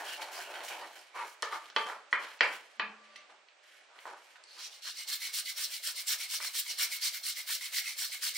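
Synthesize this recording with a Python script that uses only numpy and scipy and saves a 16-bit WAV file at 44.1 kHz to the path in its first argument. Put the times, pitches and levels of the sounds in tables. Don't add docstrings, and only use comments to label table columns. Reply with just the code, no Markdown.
import sys
import numpy as np
from scipy import signal
from scipy.fft import rfft, irfft, next_fast_len
from scipy.io import wavfile
from scipy.ndimage import uniform_filter1d

SR = 44100
rng = np.random.default_rng(int(sys.argv[2]) if len(sys.argv) > 2 else 0)


def volts(x):
    e = np.asarray(x, float) / 20
    return 10 ** e


def generate_wav(sig):
    pcm = np.round(np.clip(np.atleast_2d(sig).T, -1, 1) * 32767).astype(np.int16)
    wavfile.write(sys.argv[1], SR, pcm)


N = 369116

# (frequency [Hz], side re mid [dB])
STEREO_WIDTH = [(60, -14), (110, 2), (200, -16), (380, -14), (700, -14.5), (1290, -8), (2380, -7),
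                (4400, -4), (8120, -0.5), (15000, -2)]


def rms_one(x):
    return x / np.sqrt(np.mean(x ** 2) + 1e-20)


def at_hz(points, hz):
    table_hz, values = np.transpose(points)
    return np.interp(np.log(hz + 1), np.log(table_hz), values)


def colour(x, spectrum):
    size = next_fast_len(N)
    gain = volts(at_hz(spectrum, np.fft.rfftfreq(size, 1 / SR)))
    return irfft(rfft(x, size) * gain, size)[..., :N]


def butter(x, order, hz, kind):
    return signal.sosfilt(signal.butter(order, hz, kind, fs=SR, output="sos"), x)


def split(x, low_hz, high_hz):
    cuts = [(low_hz, "low"), ([low_hz, high_hz], "band"), (high_hz, "high")]
    return [np.roll(rms_one(butter(x, 3, hz, kind)), 999 * k, axis=1) for k, (hz, kind) in enumerate(cuts)]


def drift(rate):
    r = np.exp(-80 * np.pi * rate / SR)
    slow = signal.lfilter([1], [1, -2 * r, r * r], rng.standard_normal(N // 40 + 2002))[2000:]
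    return np.interp(np.arange(N) / 40, np.arange(len(slow)), rms_one(slow))


def ring(x, hz, t60):
    r, w = volts(-60 / (t60 * SR)), 2 * np.pi * hz / SR
    return signal.lfilter([0, np.sin(w)], [1, -2 * r * np.cos(w), r * r], x + 1e-18)


def resonate(x, hz, width):
    r = np.exp(-np.pi * width / SR)
    top = [(1 - r * r) / 2, 0, (r * r - 1) / 2]
    return rms_one(signal.lfilter(top, [1, -2 * r * np.cos(2 * np.pi * hz / SR), r * r], x))


def wavering(x, peaks, patchy_db, rate, db_per_octave=0):
    out = 0
    for hz, width, db in peaks:
        level_db = db + patchy_db * drift(rate) + db_per_octave * np.log2(hz / 4700)
        out = out + volts(level_db) * resonate(x, hz, width)
    return rms_one(out)


def contacts(per_s, spread_db):
    sizes = volts(spread_db * np.minimum(rng.exponential(1, (2, N)), 4)) * rng.standard_normal((2, N))
    grains = rms_one(sizes * (rng.random((2, N)) < per_s / SR))
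    grains[1] = colour(grains[1], STEREO_WIDTH)
    return grains


def swells(rows, attack_s, release_db_per_s):
    t, power = np.arange(N) / SR, np.zeros(N)
    for s, hold, db in rows:
        span = slice(max(int(s * SR), 0), int((s + hold + .5) * SR))
        age = t[span] - s
        rise = np.sin(np.pi / 2 * np.clip(age / attack_s, 0, 1)) ** 2
        power[span] += (rise * volts(db - release_db_per_s * np.maximum(age - attack_s - hold, 0))) ** 2
    return np.sqrt(power)


def spoon_drag():
    # (frequency [Hz], density [dB per Hz])
    drag_colour = [(71, -67), (120, -77), (249, -36), (312, 3.5), (794, 10.5), (1080, 0.5), (1520, 10.5),
                   (1980, 4), (2910, 4.5), (3790, -3.5), (4940, -5), (12800, -14), (15400, -15.5)]
    # (start [s], hold [s], rumble [dB], pitch of the wet hollow [Hz])
    shoves = np.array([(-.03, 0.031, -43.5, 685), (0.04, 0.12, -48.5, 825), (0.173, 0.16, -46, 736),
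                       (0.357, 0.041, -44.5, 850), (0.458, 0.15, -46.5, 715), (0.684, 0.12, -44.5, 760),
                       (0.937, 0.027, -56.5, 724), (1.137, 0.072, -44, 1040), (1.501, 0.021, -43, 1041),
                       (1.85, 0.034, -42, 1030), (2.174, 0.032, -44.5, 955), (2.415, 0.013, -37.5, 990),
                       (2.874, 0.023, -61, 880), (3.279, 0.022, -57.5, 816), (3.668, .08, -74, 1170),
                       (3.875, .03, -62, 760), (3.934, 0.036, -60, 1240), (4.048, 0.033, -47.5, 930),
                       (4.336, 0.0067, -65, 1130), (4.545, 0.038, -58, 1070)])
    # (start [s], hold [s], scrape [dB], hiss re scrape [dB])
    skids = np.array([(-.03, 0.066, -49.5, 0.5), (0.03, 0.066, -42, -3), (0.19, 0.014, -41.5, -5.5),
                      (0.299, 0.082, -42.5, -1.5), (0.486, 0.073, -45.5, -7.5), (0.621, 0.056, -45, 1),
                      (0.68, 0.13, -49, -10), (0.853, 0.14, -55, -2.5), (1.24, 0.024, -56.5, 4),
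                      (1.427, 0.062, -49.5, -5), (1.486, 0.15, -55, -7), (1.742, 0.02, -51.5, 4.5),
                      (2.096, .02, -70.5, 18), (2.178, 0.088, -47, -29), (2.263, 0.2, -72, 12),
                      (2.495, 0.0081, -45.5, -6), (2.6, 0.15, -64, -2.5), (3.016, 0.16, -59, -17),
                      (3.614, 0.14, -57.5, -7), (3.978, 0.033, -73, 12.5), (4.142, 0.16, -62.5, -1)])
    # (frequency [Hz], width [Hz], level [dB])
    pan_floor = [(1600, 140, -2.5), (1930, 200, -2.5), (2240, 130, 3.5), (2920, 380, -0.5),
                 (3870, 420, -3.5), (4760, 240, -15.5)]
    # (start [s], hold [s], level [dB])
    rim_slides = [
        (2.96, .01, -64.5),
        (3.065, 0.1, -61),
    ]
    shove_attack_s, skid_attack_s, skid_release_db_per_s = .025, .03, 142.5
    shove = swells(shoves[:, :3], shove_attack_s, release_db_per_s=168)
    skid = swells(skids[:, :3], skid_attack_s, skid_release_db_per_s)
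    hiss_rows = skids[:, :3] + skids[:, 3:] * [0, 0, 1]
    hiss = swells(hiss_rows, skid_attack_s, skid_release_db_per_s)
    scrape_gain = np.hypot(skid, volts(-9) * shove)
    hiss_gain = np.hypot(hiss, volts(-36) * shove)

    grains = contacts(per_s=7800, spread_db=2.6)
    low, middle, high = split(colour(grains, drag_colour), low_hz=1500, high_hz=4560)
    hollow_hz = np.interp(np.arange(N) / SR, shoves[:, 0] + shove_attack_s, shoves[:, 3])
    hollow = sum(resonate(grains, hz, .14 * hz) * volts(-70 * np.log2(hz / hollow_hz) ** 2)
                 for hz in np.geomspace(480, 1450, num=7))
    stutter = drift(26)
    tightness = volts(9 * np.log2(hollow_hz / 850))
    rumble = (0.87 * low + 0.59 * tightness * hollow) * volts(1.64 * drift(9.4))
    scrape = .8 * middle + .55 * wavering(grains, pan_floor, patchy_db=2.5, rate=8)
    sound = shove * rumble
    sound += scrape_gain * scrape * volts(2.2 * stutter)
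    sound += hiss_gain * high * volts(1.9 * stutter)

    rim = ring(grains[0], 1170, .6) + 0.66 * ring(grains[0], 597, 0.2) + 0.49 * ring(grains[0], 4670, 0.16)
    song = swells(rim_slides, 0.055, 240) * rms_one(rim)
    return volts(-7.5) * sound + volts(1.0) * grips(grains) + song * [[1], [.2]]


def grips(grains):
    # (middle [s], length [s], level [dB], frequency [Hz])
    grip_rows = [(.005, .03, -49, 1740), (.045, 0.063, -53.5, 1690), (.1, .1, -53, 1530),
                 (.09, 0.059, -52, 3100), (.12, 0.11, -50.5, 2800), (0.085, .05, -56, 4900),
                 (0.16, .05, -58.5, 4100), (.22, .07, -53, 2270), (.232, .051, -55, 4400),
                 (.4, .08, -51, 1560), (0.46, .1, -56.5, 2770), (.372, .061, -52.5, 4900),
                 (.56, .07, -55.5, 3000), (.56, .05, -53, 1480), (0.84, 0.044, -55, 1850),
                 (0.82, .045, -61, 4700), (.73, .08, -50.5, 2380), (.735, .07, -54, 2850),
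                 (.72, .05, -52, 1580), (.815, .085, -52.5, 926), (1.2, .11, -48.5, 1170),
                 (1.21, 0.1, -47, 950), (1.2, 0.12, -52, 2240), (1.21, 0.073, -56.5, 1770),
                 (1.555, 0.075, -43.5, 1226), (1.55, 0.074, -44.5, 917), (1.54, 0.063, -53, 3360),
                 (1.545, 0.068, -54, 4150), (4.63, 0.13, -59.5, 2460), (4.63, 0.15, -59, 4600),
                 (4.65, .1, -55, 5500), (4.51, 0.099, -62.5, 4400)]
    out = np.zeros((2, N))
    for s, length, db, hz in grip_rows:
        size = int(length * SR * 1.5)
        at = int(s * SR) - size // 2
        rubbing = grains[:, N // 2 + at // 3:][:, :size]
        swell = volts(db) * np.hanning(size) * resonate(rubbing, hz, 0.088 * hz)
        out[:, max(at, 0):at + size] += swell[:, max(-at, 0):]
    return out


def room_tone():
    # (frequency [Hz], level [dB])
    hum_colour = [(88, -72), (215, -26), (297, -10.5), (502, -5.5), (587, -0.5), (901, -4), (2340, -2.5),
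                  (8640, -19), (11100, -89), (11800, -70), (15800, -74)]
    # (time [s], level [dB])
    lull = [
        (3.3, 0),
        (3.45, -3.5),
        (3.6, -2.5),
        (3.7, -2.5),
        (4.0, 0),
    ]
    tone = rms_one(colour(rng.standard_normal((2, N)), hum_colour) * volts([[0], [-4.0]]))
    lull_db = np.interp(np.arange(N) / SR, *np.transpose(lull))
    tone = volts(-64.5 + 0.11 * drift(2.3) + lull_db) * tone
    tone[1] -= 0.22 * tone[0]
    return tone


def ticks():
    # (time [s], peak [dB], frequency [Hz], t60 [s])
    pops = [(0.5395, -34, 2120, 0.0048), (0.605, -33, 2100, 0.0044), (0.9906, -43, 4930, 0.0052),
            (1.4227, -17.5, 5500, 0.00096), (1.4226, -27, 3260, 0.0012), (1.7, -39, 1600, .005),
            (4.358, -48, 3600, 0.0027), (1.351, -50, 1320, 0.0058), (2.391, -42, 2520, 0.0055),
            (1.6569, -41.5, 3500, 0.003), (1.7, -34.5, 3080, 0.0026), (2.5334, -38.5, 2160, 0.0067),
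            (3.1596, -46, 2053, 0.047), (3.159, -37, 3300, 0.0018), (3.4853, -45.5, 2470, 0.0045),
            (3.9885, -35.5, 2140, 0.003), (4.4378, -42, 4660, 0.0049)]
    # (time [s], peak [dB], frequency [Hz], t60 [s])
    plops = [
        (1.148, -50, 1120, 0.0078),
        (1.525, -31.5, 1186, 0.033),
        (1.898, -23, 1175, 0.005),
        (3.298, -52, 1160, 0.021),
        (4.054, -26.5, 990, 0.0044),
        (4.357, -44.5, 1500, 0.0094),
        (4.576, -48, 1190, 0.017),
        (6.402, -29, 1240, 0.0055),
    ]
    # (time [s], peak [dB], frequency [Hz], t60 [s])
    clink = [
        (3.158, -40.5, 2660, 0.016),
        (3.161, -52, 4370, .012),
        (3.163, -50, 5960, 0.023),
    ]
    # (time [s], peak [dB], frequency [Hz], t60 [s])
    snags = [(5.0765, -26, 4500, 0.006), (5.0936, -34, 2170, 0.028), (5.2183, -28, 2150, 0.028),
             (5.2692, -30, 2200, 0.028), (5.339, -22.5, 4700, .006), (6.300, -25, 4400, .006),
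             (5.7306, -37, 2290, 0.031), (5.7501, -33.5, 2160, 0.028), (5.8364, -33, 2110, 0.031),
             (6.0717, -41, 2110, 0.028), (6.0789, -36, 2330, 0.028), (6.2011, -43, 2115, 0.028),
             (6.2202, -33, 2080, 0.026), (6.4128, -28.5, 2380, 0.028), (6.463, -35, 2100, 0.028),
             (6.5513, -34, 2360, 0.028), (6.5573, -32.5, 2280, 0.028), (6.664, -30, 2220, 0.032),
             (6.782, -35, 2190, 0.025), (6.7947, -34, 2800, 0.028), (6.8077, -23.5, 2335, 0.034),
             (6.9184, -39, 2200, 0.028), (6.9374, -35.5, 2240, 0.03), (6.9604, -42, 2190, 0.026),
             (7.0332, -31.5, 2080, 0.028), (7.1504, -35, 2100, 0.031), (7.2352, -27, 4300, 0.008),
             (7.2652, -28, 2150, 0.028), (7.37, -27.5, 2120, 0.028), (7.473, -37, 2140, 0.028),
             (7.6099, -30, 2070, 0.028), (7.7346, -37, 2050, 0.031), (7.7456, -31, 2080, 0.03),
             (7.763, -25, 2020, 0.023), (7.7845, -19, 2060, 0.015), (7.8567, -25.5, 2540, 0.021),
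             (7.8688, -30, 2090, 0.028), (7.9909, -33, 2200, 0.028), (8.1197, -29, 2197, 0.028),
             (8.1352, -26, 2160, 0.017), (8.2311, -33, 1750, 0.028), (8.2669, -28.5, 2150, 0.028)]
    softer_snags = [(s, db - 9, hz, t60) for s, db, hz, t60 in snags]
    out, click = np.zeros(N), np.zeros(2000)
    click[0] = 1
    for s, db, hz, t60 in pops + plops + clink + softer_snags:
        at = round((s + 0.00066) * SR)
        upper = ring(click, min(hz * 1.81, 14000), t60 * 0.51)
        out[at:at + 2000] += volts(db + 0.5) * (ring(click, hz, t60) - 0.66 * upper)
    return butter(out, 2, [450, 11000], "band")


def knocks():
    knock_s = [1.4280, 1.7630, 2.1280, 2.4078, 2.7968]
    # (peak [dB], knock [Hz], knock t60 [s], crack [dB], hob thump [dB])
    blows = [
        (-22, 1430, 0.0063, -21, -59),
        (-16.5, 1630, 0.0056, -11.5, -53),
        (-17.5, 1970, 0.015, -22, -77),
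        (-5, 2200, 0.0031, -11, -50),
        (-18.5, 1940, 0.007, -23.5, -52.5),
    ]
    # (base rings [dB], wall rings [dB], rim rings [dB], place along the rim [radians])
    landings = [
        (-6, -18, -18, 0.54),
        (-2, -5, -21, 0.797),
        (-10, -12, -19, 0.42),
        (0.5, 2, 9.5, 0.5),
        (-19, -8.5, -14, 0.8),
    ]
    blow_top_hz = [12000, 9000, 7000, 8000, 4800]
    # (frequency [Hz], t60 [s], level [dB])
    base = [(454.7, 0.32, -37.5), (565, 0.38, -49.5), (703, 0.07, -48), (930, 0.045, -45.5),
            (1075, 0.12, -42.5), (1137, 0.1, -29), (1181, 0.21, -33.5), (1240, 0.37, -48.5),
            (1470, 0.65, -76), (1750, 0.071, -27.5)]
    # (frequency [Hz], t60 [s], level [dB])
    wall = [(1830, 0.089, -39), (1877, 0.046, -57.5), (1920, 0.17, -35), (1950, 0.086, -42),
            (2360, 0.021, -29), (2533, 0.29, -37), (2650, 0.45, -37.5), (2820, 0.12, -29.5),
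            (3090, 0.062, -28.5)]
    # (frequency [Hz], t60 [s], level [dB])
    rim = [(3900, 0.2, -56), (4200, 0.049, -48), (4840, 0.12, -47.5), (5030, 0.1, -56), (6700, 0.18, -68.5)]
    # (which blow [index], frequency [Hz], level [dB], t60 [s])
    accents = [(0, 1284, -32, 0.028), (0, 1850, -30.5, 0.012), (0, 3030, -38, 0.036), (1, 896, -35.5, 0.15),
               (1, 1170, -32.5, 0.2), (1, 3130, -36, .14), (1, 3350, -40, .07), (2, 998, -35, .15),
               (2, 1150, -29, 0.077), (2, 1900, -34.5, 0.14), (2, 2120, -25, 0.03), (3, 880, -27.5, 0.044),
               (3, 1736, -27, .06), (3, 2060, -30.5, 0.11), (3, 2900, -41, 0.11), (3, 4530, -36, .05),
               (4, 882, -34, 0.076), (4, 1190, -27, 0.042), (4, 2460, -30.5, 0.066),
               (4, 4110, -39.5, 0.073), (4, 4570, -40, 0.025), (4, 2620, -34.5, 0.06),
               (4, 1500, -37, 0.036), (1, 2050, -43, .07), (1, 2346, -35.5, 0.07), (3, 4280, -30, 0.03),
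               (2, 3060, -41.5, .14), (2, 3300, -42, .03), (4, 2980, -33, .02), (4, 3618, -44, .06),
               (4, 215, -66.5, 1.1), (2, 1660, -30, 0.036), (2, 1418, -35, 0.088), (4, 1720, -32.5, .06),
               (1, 443, -44.5, 0.18), (4, 452, -52.5, 0.26)]
    # (frequency [Hz], t60 [s], level [dB])
    hob = [(218, .25, -10), (200, .25, -11), (165, .25, -17), (255, .15, -14)]
    out, click = np.zeros(N), np.zeros(int(.8 * SR))
    click[:9] = np.hanning(9) / 4
    fade = volts(-60 * np.arange(len(click)) / SR / 0.027)
    judders = rng.standard_normal((len(blows), len(click))) * fade * volts(-30)
    for k, (db, knock_hz, knock_t60, crack_db, thump_db) in enumerate(blows):
        wood = ring(click, knock_hz, knock_t60) - 1.76 * ring(click, knock_hz * 0.58, knock_t60 * 0.38)
        crack = ring(click, 2900, 0.0014) + 0.38 * ring(click, 4200, 0.0036)
        blow = volts(db) * wood + volts(crack_db) * crack

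        base_db, wall_db, rim_db, place = landings[k]
        modes = [(*mode, base_db) for mode in base]
        modes += [(*mode, wall_db) for mode in wall]
        modes += [(*mode, rim_db) for mode in rim]
        for m, (hz, t60, mode_db, part_db) in enumerate(modes):
            node_db = 4 * np.cos((m + 1) * place)
            struck = ring(click + judders[k] * 0.28 / t60, hz, t60 * 0.36)
            blow += (-1) ** m * volts(mode_db + part_db + node_db) * struck
        for which, hz, mode_db, t60 in accents:
            if which == k:
                blow += volts(mode_db) * ring(click + 0.71 * judders[k], hz, t60)
        for hz, t60, level_db in hob:
            blow += volts(thump_db + level_db) * ring(click + judders[k], hz, t60)
        at = round(knock_s[k] * SR)
        out[at:at + len(blow)] += butter(blow, 3, blow_top_hz[k], "low")
    return out


def grater():
    # (start [s], length [s], level [dB], lean to the end [dB])
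    pushes = [(4.59, 0.083, -48.5, 7.5), (4.824, 0.089, -44, 7), (5.078, 0.091, -40.5, 2.5),
              (5.335, 0.085, -39, 1.5), (5.572, 0.098, -40, 2), (5.832, 0.079, -39, 6.5),
              (6.073, 0.081, -36, 3), (6.296, 0.078, -39, 6), (6.543, 0.081, -37.5, 2.5),
              (6.782, 0.082, -35, 6.5), (7.016, 0.081, -36.5, 4.5), (7.234, 0.084, -40, 8.5),
              (7.476, 0.1, -39, 1), (7.727, 0.087, -38, 5), (7.978, 0.1, -40.5, 0),
              (8.223, 0.094, -37, 0.5)]
    # (start [s], length [s], level [dB], lean to the end [dB])
    pulls = [(4.725, 0.092, -56.5, -5), (4.955, 0.078, -45, 9), (5.21, 0.077, -41.5, 4),
             (5.458, 0.065, -42, 3.5), (5.711, 0.07, -42, 2), (5.961, 0.066, -43.5, 2),
             (6.207, 0.084, -45.5, -8.5), (6.418, 0.087, -42.5, -1.2), (6.659, 0.075, -43, 5),
             (6.917, 0.072, -43, -3.5), (7.134, 0.067, -45, -3), (7.368, 0.072, -44.5, -5),
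             (7.621, 0.072, -43.5, -2), (7.854, 0.084, -43.5, -2), (8.114, 0.06, -42.5, 2.5),
             (8.345, 0.045, -40.5, 7)]
    # (low ring of the blade [dB], brightness of the steel [dB per octave])
    stroke_tones = [(-65, -5), (-66, -6), (-56, -3), (-50.5, -2), (-51, -7), (-42, -7.5), (-51, -1),
                    (-47, -6.5), (-53, 5), (-48, -4), (-53, 15.5), (-47.5, 0), (-45.5, -2), (-48.5, 2.5),
                    (-48, 11), (-45, -0.5), (-47.5, 9), (-49.5, -4), (-43, 0), (-43.5, -4.5), (-44, 5),
                    (-47.5, -1), (-53.5, -2.5), (-47, -4), (-47, -2), (-44, -1), (-44, 0), (-45, 4),
                    (-52, 2), (-47, -8), (-50, 9), (-40.5, -2)]
    # (time [s], hiss [dB])
    approach = [
        (4.62, -15),
        (4.9, -10.5),
        (5.08, -4.5),
    ]
    # (frequency [Hz], density [dB per Hz])
    rasp_colour = [(120, -75), (200, -18), (364, -34.5), (676, -14), (825, -19), (955, -10.5),
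                   (1050, -11.5), (1710, 0), (1900, -0.5), (2120, -7), (2550, -2.5), (4240, -5.5),
                   (6670, -13), (14100, -19), (15400, -19.5)]
    # (frequency [Hz], width [Hz], level [dB])
    blade_low = [(2050, 50, -5), (2130, 50, 0), (2200, 50, -3), (2310, 80, -10)]
    # (frequency [Hz], width [Hz], level [dB])
    blade_high = [(2910, 110, -7), (3900, 280, -2), (4280, 300, -1), (4490, 1200, 2), (4800, 350, 1),
                  (5450, 380, 3), (6100, 300, -7), (7900, 1200, -12)]
    # (frequency [Hz], width [Hz], level [dB])
    teeth = [(7440, 900, 1), (8820, 930, -3), (13970, 3000, 3)]
    t, speed, shake = np.arange(N) / SR, np.zeros(N), np.zeros(N)
    strokes = np.stack([pushes, pulls], axis=1).reshape(-1, 4)
    ring_db, steel_tilt = np.transpose(stroke_tones)
    for k, (s, length, db, lean_db) in enumerate(strokes):
        span = slice(int((s - .1) * SR), int((s + length + .1) * SR))
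        u = 2 * (t[span] - s) / length - 1
        bite = [6.5, 3.5][k % 2]
        fall_db = np.where(u < 0, 5.85 * np.abs(u) ** bite, 13.2 * np.abs(u) ** 2.04)
        stroke = volts(db - 0.5 + lean_db * u - fall_db)
        speed[span] += stroke
        shake[span] += stroke * volts(ring_db[k] - db)

    first_s = strokes[0, 0]
    middles = strokes[:, 0] + strokes[:, 1] / 2
    lead_in = volts(-56.0 - 72 * np.abs(t - first_s)) * (t < first_s + .03)
    lead_in *= np.clip((t - 4.46) / 0.033, 0, 1)
    touch = volts(-15.5 + np.interp(t, middles, strokes[:, 2])) * (t > first_s)

    grains = contacts(per_s=12000, spread_db=1.5)
    low, middle, high = split(colour(grains, rasp_colour), low_hz=2734, high_hz=7350)
    hiss_db = np.interp(t, middles, np.resize([-1.5, -2.5], len(strokes)))
    hiss_db += np.interp(t, *np.transpose(approach), right=0)
    brightness = np.interp(t, middles, steel_tilt)
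    steel = wavering(grains, blade_high, patchy_db=4.2, rate=20, db_per_octave=brightness)
    grip = drift(18)
    body = 0.5 * middle + 0.9 * steel + volts(-9.5 + 0.24 * hiss_db + 2.48 * grip) * low
    blade = shake * wavering(grains, blade_low, patchy_db=3.0, rate=14) * [[.85], [.5]]
    clumps = drift(48)
    whistle = 0
    for k, (hz, width, db) in enumerate(teeth):
        patches = np.roll(grip, (k + 1) * N // 7)
        whistle = whistle + volts(db + 3.5 * patches) * resonate(grains, hz, width)
    high = (.75 * high + 0.52 * rms_one(whistle)) * volts(hiss_db + 1.5 * clumps[::-1])
    return (speed * volts(0.9 * clumps) + lead_in + touch) * (body + high) + blade


def kitchen(x, early_db, late_db, early_t60):
    # (frequency [Hz], t60 [s])
    kitchen_t60 = [(200, 0.4), (1000, 0.4), (4000, 0.28), (12000, 0.022)]
    t = np.arange(int(.6 * SR)) / SR
    white, echo = rng.standard_normal((2, 2, len(t))), 0
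    for k, hz in enumerate(150 * 2 ** np.arange(0, 6.6, .5)):
        band = butter(white[k % 2], 2, [hz, min(hz * 2 ** .5, 20000)], "band")
        decay = volts(early_db - 60 * t / early_t60) + volts(late_db - 60 * t / at_hz(kitchen_t60, hz))
        side_db = min(at_hz(STEREO_WIDTH, hz) + .7, -3)
        echo = echo + band * decay * volts([[0], [side_db]])
    echo = echo * np.clip(t / 0.001 - .3, 0, 1)
    return signal.fftconvolve(x[None], echo, axes=1)[:, :N]


def scene():
    # (frequency [Hz], mid taken from side [dB])
    lean = [(300, -39.5), (1200, -26), (2400, -19), (5000, -34), (9000, -44.5)]
    rubbing = spoon_drag() + grater()
    small = ticks()
    blows = knocks() + small
    send = blows - 0.084 * small + volts(-10) * rubbing[0]
    mid, side = (rubbing * volts([[0], [-2.2]]) + blows * [[1], [-.03]] + room_tone()
                 + kitchen(send, early_db=-10.0, late_db=-28.5, early_t60=0.0067))
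    side = side - colour(mid, lean)
    return np.array([mid + side, mid - side]) * volts([[0.05], [-0.05]])


def low_pass(x):
    return signal.sosfilt(signal.butter(12, 16580, fs=SR, output="sos"), x)


def record(dry):
    # (frequency [Hz], level re the mean line strength of the moment [dB])
    mask = [(150, -2), (250, -11), (500, -8), (1000, -7), (1500, -26), (6000, -36), (9000, -28),
            (12000, -21), (15000, -21)]
    # (frequency [Hz], level per line [dB])
    inaudible = [(235, -99), (290, -118), (8000, -125), (10500, -108), (15000, -100)]
    thin = butter(dry, 4, 215, "high")
    mid_side = np.array([thin[0] + thin[1], thin[0] - thin[1]]) / 2
    hz, _, lines = signal.stft(mid_side, SR, window="cosine", nperseg=2048)
    mean = np.sqrt(np.mean(np.abs(lines[0]) ** 2, axis=0))
    whim = np.repeat(rng.standard_normal((2, 129, len(mean))), 8, axis=1)[:, :len(hz)]
    limit_db = at_hz(mask, hz)[:, None] + 4.0 * whim + 4.5 * whim[0, 0] + [[[0]], [[-6.0]]]
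    limit = np.maximum(mean * volts(limit_db), volts(at_hz(inaudible, hz)[:, None] + 4.5 * whim))
    around = uniform_filter1d(np.abs(lines), size=5, axis=1)
    strength = np.maximum(0.87 * np.abs(lines), around)
    lines = lines * (strength > limit) * (hz < 15830)[:, None]
    mid, side = signal.istft(lines, SR, window="cosine", nperseg=2048)[1][:, :N]
    return low_pass(np.array([mid + side, mid - side]))


dry = scene()
out = record(dry)
generate_wav(out)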